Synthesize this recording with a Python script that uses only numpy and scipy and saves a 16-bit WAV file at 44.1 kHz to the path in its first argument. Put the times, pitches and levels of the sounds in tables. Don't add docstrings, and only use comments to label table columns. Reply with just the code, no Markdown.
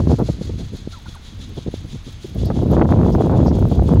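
import sys
import numpy as np
from scipy import signal
from scipy.fft import rfft, irfft
from scipy.io import wavfile
from scipy.ndimage import uniform_filter1d, minimum_filter1d

SR = 44100
rng = np.random.default_rng(int(sys.argv[2]) if len(sys.argv) > 2 else 0)


def to_wav(sig):
    pcm = np.clip(np.atleast_2d(sig), -1, 1) * 32767
    pcm = np.round(pcm).astype(np.int16)
    wavfile.write(sys.argv[1], SR, pcm.T)


N = 176400
TIME = np.arange(N) / SR


def from_db(db):
    return 10 ** (np.asarray(db) / 20)


def rms_one(x):
    return x / np.sqrt(np.mean(x ** 2) + 1e-20)


def in_time(rows):
    return np.interp(TIME, *np.transpose(rows))


def at_hz(rows, hz):
    freqs, values = np.transpose(rows)
    return np.interp(np.log(hz), np.log(freqs), values)


def cut(x, hz, kind, order=2):
    sos = signal.butter(order, np.clip(hz, 10, .45 * SR), kind, fs=SR, output="sos")
    return signal.sosfilt(sos, x + 1e-18)


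def drift(corner_hz):
    pole = np.exp(-80 * np.pi * corner_hz / SR)
    slow = signal.lfilter([1], [1, -2 * pole, pole * pole], rng.standard_normal(N // 40 + 2002))[2000:]
    return np.interp(np.arange(N) / 40, np.arange(len(slow)), rms_one(slow))


def hiss(spectrum):
    hz = np.maximum(np.arange(N // 2 + 1) * SR / N, 1)
    return rms_one(irfft(rfft(rng.standard_normal(N)) * from_db(at_hz(spectrum, hz)), N))


def resonance(hz, width_hz):
    a, b = cut(rng.standard_normal((2, N)), width_hz / 2, "low")
    phase = 2 * np.pi * np.cumsum(hz * np.ones(N)) / SR
    return rms_one(a * np.cos(phase) + b * np.sin(phase))


def evened(x, span_s):
    return x / np.sqrt(np.abs(uniform_filter1d(x ** 2, max(int(span_s * SR), 2))) + 1e-12)


def steady_band(low_hz, high_hz, span_s):
    return evened(cut(rng.standard_normal(N + SR), [low_hz, high_hz], "band", order=3)[SR:], span_s)


def burst(start, length, rise_s, fall_s):
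    age = TIME - start
    return np.clip(age / rise_s, 0, 1) * np.exp(-np.maximum(age - length, 0) / fall_s)


# frequency in Hz, relative spectral density of the hiss in dB.
PAD_SPECTRUM = [(60, 23), (200, 8), (500, 5.5), (1000, 3.5), (2000, 2), (3000, 2), (4000, 3), (6500, -9.5),
                (8200, -14), (12000, -29.5), (15500, -26)]
# time in seconds, level of the spray near the leaking pipe in dB.
SPRAY_LEVEL = [(0, -67), (.7, -76), (1.9, -74), (2.5, -68), (4, -71)]


def pads():
    spray = rms_one(cut(rng.standard_normal(N), [7500, 13500], "band"))
    return from_db(-46) * hiss(PAD_SPECTRUM) + from_db(in_time(SPRAY_LEVEL)) * spray


# start in seconds, level in dB, lower and upper band edges in Hz.
TICKS = [(.186, -45, 8000, 13500), (.76, -51, 11000, 14500), (.9, -55, 8000, 12760),
         (1.148, -43.5, 8200, 11300), (2.345, -45, 10500, 15500), (2.454, -38.5, 7900, 14400),
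         (2.711, -38, 11500, 15800), (2.906, -45, 9500, 13000), (3.1, -46, 7000, 15000),
         (3.16, -49, 11000, 15500), (3.452, -48, 12500, 15800), (3.883, -43.5, 7000, 12500)]


def ticks():
    out = 0
    for start, db, low_hz, high_hz in TICKS:
        treble = cut(rng.standard_normal(N), low_hz, "high", order=6)
        band = rms_one(cut(treble, high_hz, "low", order=8))
        out += from_db(db) * np.tanh(band / 2) * burst(start, 0.006, rise_s=0.00078, fall_s=0.0028)
    return out


# start in seconds, level in dB, length in seconds, frequency in Hz.
SPLASHES = [(2.443, -44.5, 0.032, 4800), (3.116, -48, 0.026, 5770), (3.459, -43, .028, 5500)]


def splashes():
    out = 0
    for start, db, length, hz in SPLASHES:
        band = rms_one(cut(rng.standard_normal(N), [hz * 0.81, hz * 1.07], "band"))
        out += from_db(db) * band * burst(start, length, rise_s=0.0086, fall_s=0.014)
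    return out


# time in seconds, typical level of a drip in dB.
DRIP_LEVEL = [(0, -63), (1.8, -63), (2.6, -57), (4, -50)]
DRIPS_PER_S = 60


def patter():
    arrivals = rng.random(N) < DRIPS_PER_S / SR
    impacts = arrivals * from_db(in_time(DRIP_LEVEL) + 3 * rng.standard_normal(N))
    envelope = signal.lfilter([1], [1, -np.exp(-1 / (0.0056 * SR))], impacts + 1e-18)
    return envelope * cut(rng.standard_normal(N), 5000, "high")


# start and length in seconds, first and last frequency in Hz, peak level in dB.
SQUEAKS = [(0.924, 0.038, 1420, 1246, -39), (0.944, 0.058, 1170, 737, -44), (1.055, 0.014, 705, 1220, -39),
           (1.056, 0.028, 1600, 1400, -41), (1.136, 0.043, 1570, 580, -40.5),
           (1.158, 0.026, 1750, 1340, -45)]


def squeaks():
    out, waver = 0, 1 + 0.059 * drift(223)
    for start, length, first_hz, last_hz, db in SQUEAKS:
        progress = np.clip((TIME - start) / length, 0, 1)
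        hz = (first_hz + (last_hz - first_hz) * progress) * waver
        out += from_db(db) * np.sin(np.pi * progress) * np.sin(2 * np.pi * np.cumsum(hz) / SR)
    return out


TURNS_PER_S, FIRST_SWELL_S = 6.1, 0.066


def swell(rise_s, fall_s):
    age = (TIME - FIRST_SWELL_S) % (1 / TURNS_PER_S)
    ages = np.array([age, age + 1 / TURNS_PER_S])
    envelopes = np.clip(ages / rise_s, 0, 1) * np.exp(-np.maximum(ages - rise_s, 0) / fall_s)
    return np.hypot(*envelopes)


# frequency in Hz, relative spectral density of the rubbing in dB.
RASP_SPECTRUM = [(1200, -0.5), (2000, -1.5), (2900, 1), (3700, 3), (4400, 5), (5500, 0.5), (7000, 1.5),
                 (8200, -10.5), (10600, -10), (13000, -23), (15500, -37)]
# time in seconds, level of the broadband rubbing in dB as the listener moves.
RASP_LEVEL = [(0, -41), (.3, -43), (.65, -46), (1.0, -48.5), (1.6, -47.5), (2.0, -46.5), (2.5, -46),
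              (3.2, -48), (4, -46.5)]
# time in seconds, centre in Hz.
HUMP_HZ = [(0, 4500), (.45, 4120), (1.0, 3760), (1.8, 3550), (2.4, 3430), (4, 3500)]
# time in seconds, level of that hump in dB.
HUMP_LEVEL = [(0, -49), (.5, -49.5), (1.6, -46.5), (2.3, -49.5), (3.0, -50), (4, -50.5)]
# frequency and bandwidth in Hz, level in dB, rise and decay times in seconds.
METAL_MODES = [(3310, 53, -58, 0.071, 0.051), (3420, 200, -56, .035, 0.11), (6400, 370, -60.5, 0.039, 0.17),
               (10100, 81, -67.5, .006, 0.081), (10100, 990, -69.5, 0.022, 0.073),
               (15000, 1200, -71, .02, .06)]


def fan_rasp():
    friction = from_db(in_time(RASP_LEVEL)) * hiss(RASP_SPECTRUM)
    hump = from_db(in_time(HUMP_LEVEL)) * resonance(in_time(HUMP_HZ), width_hz=840)
    rasp = (friction + hump) * swell(rise_s=0.039, fall_s=0.078)
    for hz, width_hz, db, rise_s, fall_s in METAL_MODES:
        rasp += from_db(db) * resonance(hz, width_hz) * swell(rise_s, fall_s)
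    return rasp * from_db(1.34 * drift(40))


# time in seconds, level in dB about which the rumble flutters.
RUMBLE_LEVEL = [(0, -24), (.12, -18.5), (.2, -33.5), (.3, -18), (.4, -34), (.58, -28), (.7, -42),
                (.95, -41), (1.3, -39.5), (1.75, -36.5), (2.05, -42.5), (2.28, -38.5), (2.38, -16.5),
                (2.6, -23.5), (2.85, -22), (3.2, -20.5), (4, -16)]


def rumble():
    air = steady_band(51.8, 109, span_s=0.02)
    flutter_db = 4.5 * evened(drift(5.7), 0.29)
    return air * from_db(in_time(RUMBLE_LEVEL) + flutter_db)


# time of the centre in seconds, level in dB, width in seconds.
POPS = [(.004, -12.5, 0.0005), (0.073, -3.5, 0.0011), (.117, -4.5, 0.00061), (.201, -8, 0.00087),
        (.875, -12.5, 0.0011), (1.741, -10.5, 0.00087), (2.435, -9.5, 0.00091), (2.503, -12, 0.00037),
        (2.591, -15, 0.00051), (2.735, -8, 0.00063), (2.768, -4.5, 0.00052), (2.796, -8.5, 0.00038),
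        (2.821, -3.5, 0.0003), (2.827, 2, 0.0006), (2.891, -6, 0.00045), (2.911, -33, 0.00076),
        (2.924, -6, 0.00032), (3.014, -11, 0.00039), (3.049, -14, 0.00033), (3.094, -9, 0.00053),
        (3.151, -6.5, 0.0004), (3.221, -9.5, 0.00042), (3.27, -7.5, 0.00054), (3.297, -7, 0.00047),
        (3.403, 2, 0.00088), (3.531, -16, 0.001), (3.654, -8, 0.00052), (3.797, -6, 0.00059),
        (3.892, -11, 0.00044), (3.937, -2.5, 0.00066)]
PORT_HZ = 71.4


def pops():
    out = 0
    for centre, db, width in POPS:
        u = (TIME - centre) / width
        out += from_db(db) * 2 * u / (1 + u * u / 2) ** 3
    return cut(out, PORT_HZ, "high")


# start in seconds, level in dB, length in seconds, low-pass corner in Hz.
PUFFS = [(0.0, -33, 0.0081, 580), (.07, -9, 0.0058, 624), (0.102, -19, 0.044, 714),
         (0.185, -20.5, 0.036, 835), (0.284, -15.5, 0.021, 516), (0.411, -18.5, 0.0097, 516),
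         (0.493, -24.5, 0.013, 556), (0.592, -30.5, 0.036, 598), (0.72, -27, 0.036, 453),
         (1.081, -36, 0.018, 350), (1.324, -41.5, 0.019, 326), (1.39, -34, 0.013, 320),
         (1.438, -41.5, .02, 400), (1.496, -35.5, 0.026, 390), (1.569, -25.5, 0.023, 700),
         (1.663, -22.5, 0.027, 510), (1.844, -30.5, 0.017, 460), (1.929, -28.5, 0.032, 372),
         (2.061, -32, 0.031, 407), (2.244, -25.5, 0.013, 390), (2.351, -24, 0.018, 500),
         (2.501, -20.5, 0.02, 880), (2.622, -16, 0.019, 616), (2.727, -13, 0.015, 736),
         (2.763, -13.5, 0.024, 860), (2.812, -6, 0.011, 1150), (2.891, -22.5, 0.04, 960),
         (3.298, -19, 0.058, 850), (3.864, -32, 0.037, 646)]
PUFF_LOW_HZ, PUFF_FALL_S = 109, 0.0022


def puffs():
    out = 0
    low_air = from_db(1.5) * evened(cut(rng.standard_normal(N), [57, 157], "band"), 0.049)
    for start, db, length, top_hz in PUFFS:
        air = cut(rng.standard_normal(N), top_hz, "low", order=3)
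        air = cut(air, [PUFF_LOW_HZ, max(top_hz * 0.44, PUFF_LOW_HZ * 2)], "band", order=1)
        puff = evened(air, 0.014) * burst(start, length - PUFF_FALL_S, 0.0018, PUFF_FALL_S)
        thump = low_air * burst(start, length, rise_s=0.024, fall_s=0.004)
        out += from_db(db) * (puff + thump)
    return out


# time in seconds, strength of the draught in dB relative to the full gust.
DRAUGHT = [(0, 0.5), (.05, -8), (.115, -.5), (.17, -12.5), (.235, -4.5), (.27, -12.5), (.36, -11),
           (.58, -13.5), (.68, -17), (.85, -18), (.96, -23), (1.3, -21), (1.55, -17), (1.85, -18),
           (2.02, -24.5), (2.28, -18.5), (2.4, -7.5), (2.68, -3.5), (2.78, 0), (3.0, 1.5), (3.24, -1.45),
           (3.35, 0), (3.7, -2.5), (4, -1.5)]
# frequency in Hz, relative spectral density of the full gust in dB.
GUST_SPECTRUM = [(25, -18), (40, -12.5), (65, -4), (110, 3.5), (200, 1), (400, -8.5), (750, -19.5),
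                 (1200, -38.5), (1800, -60.5), (2800, -56)]
# frequency in Hz, dB gained per dB of draught.
GROWTH = [(30, -0.5), (65, 1.0), (125, 1.43), (250, 1.66), (500, 2.06), (1500, 4.11)]
# frequency in Hz, spread of level in dB.
CRACKLE = [(150, .4), (500, 1.6), (1000, 3.6), (2000, 3.6)]
GUST_DB, EDDY_SPREAD_DB = -13, 2.19


def buffeting():
    strength_db = in_time(DRAUGHT) + EDDY_SPREAD_DB * evened(drift(65), 0.092)
    crackle = evened(drift(190), 0.067)
    edges_hz = 22 * 2 ** np.arange(0, 7.5, .5)
    out, power = 0, 0
    for low, high in zip(edges_hz, edges_hz[1:]):
        hz = np.sqrt(low * high)
        gain = from_db(at_hz(GUST_SPECTRUM, hz)) * np.sqrt(high - low)
        band = steady_band(low, high, span_s=0.049)
        level_db = strength_db * at_hz(GROWTH, hz) + crackle * at_hz(CRACKLE, hz)
        out += gain * band * from_db(level_db + drift(35))
        power += gain ** 2
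    return from_db(GUST_DB) * out / np.sqrt(power)


def scene():
    wind = cut(rumble() + buffeting() + puffs() + pops(), 41.3, "high", order=3)
    return (wind + fan_rasp() + pads() + ticks() + splashes() + patter() + squeaks())[None]


CEILING_DB, RELEASE_DB_PER_S, LOOK_AHEAD_S = -1.5, 121, 0.0058
SATURATION_DB, CUTOFF_HZ = -2.9, 15800


def record(dry):
    excess_db = np.maximum(20 * np.log10(np.abs(dry[0]) + 1e-9) - CEILING_DB, 0)
    release_db = RELEASE_DB_PER_S * TIME
    reduction_db = np.maximum.accumulate(excess_db + release_db) - release_db
    span = int(LOOK_AHEAD_S * SR)
    limited = dry * from_db(uniform_filter1d(minimum_filter1d(-reduction_db, span), span))
    rounded = limited / (1 + (limited / from_db(SATURATION_DB)) ** 6) ** (1 / 6)
    return signal.sosfilt(signal.ellip(12, .1, 80, CUTOFF_HZ, fs=SR, output="sos"), rounded)


dry = scene()
out = record(dry)
to_wav(out)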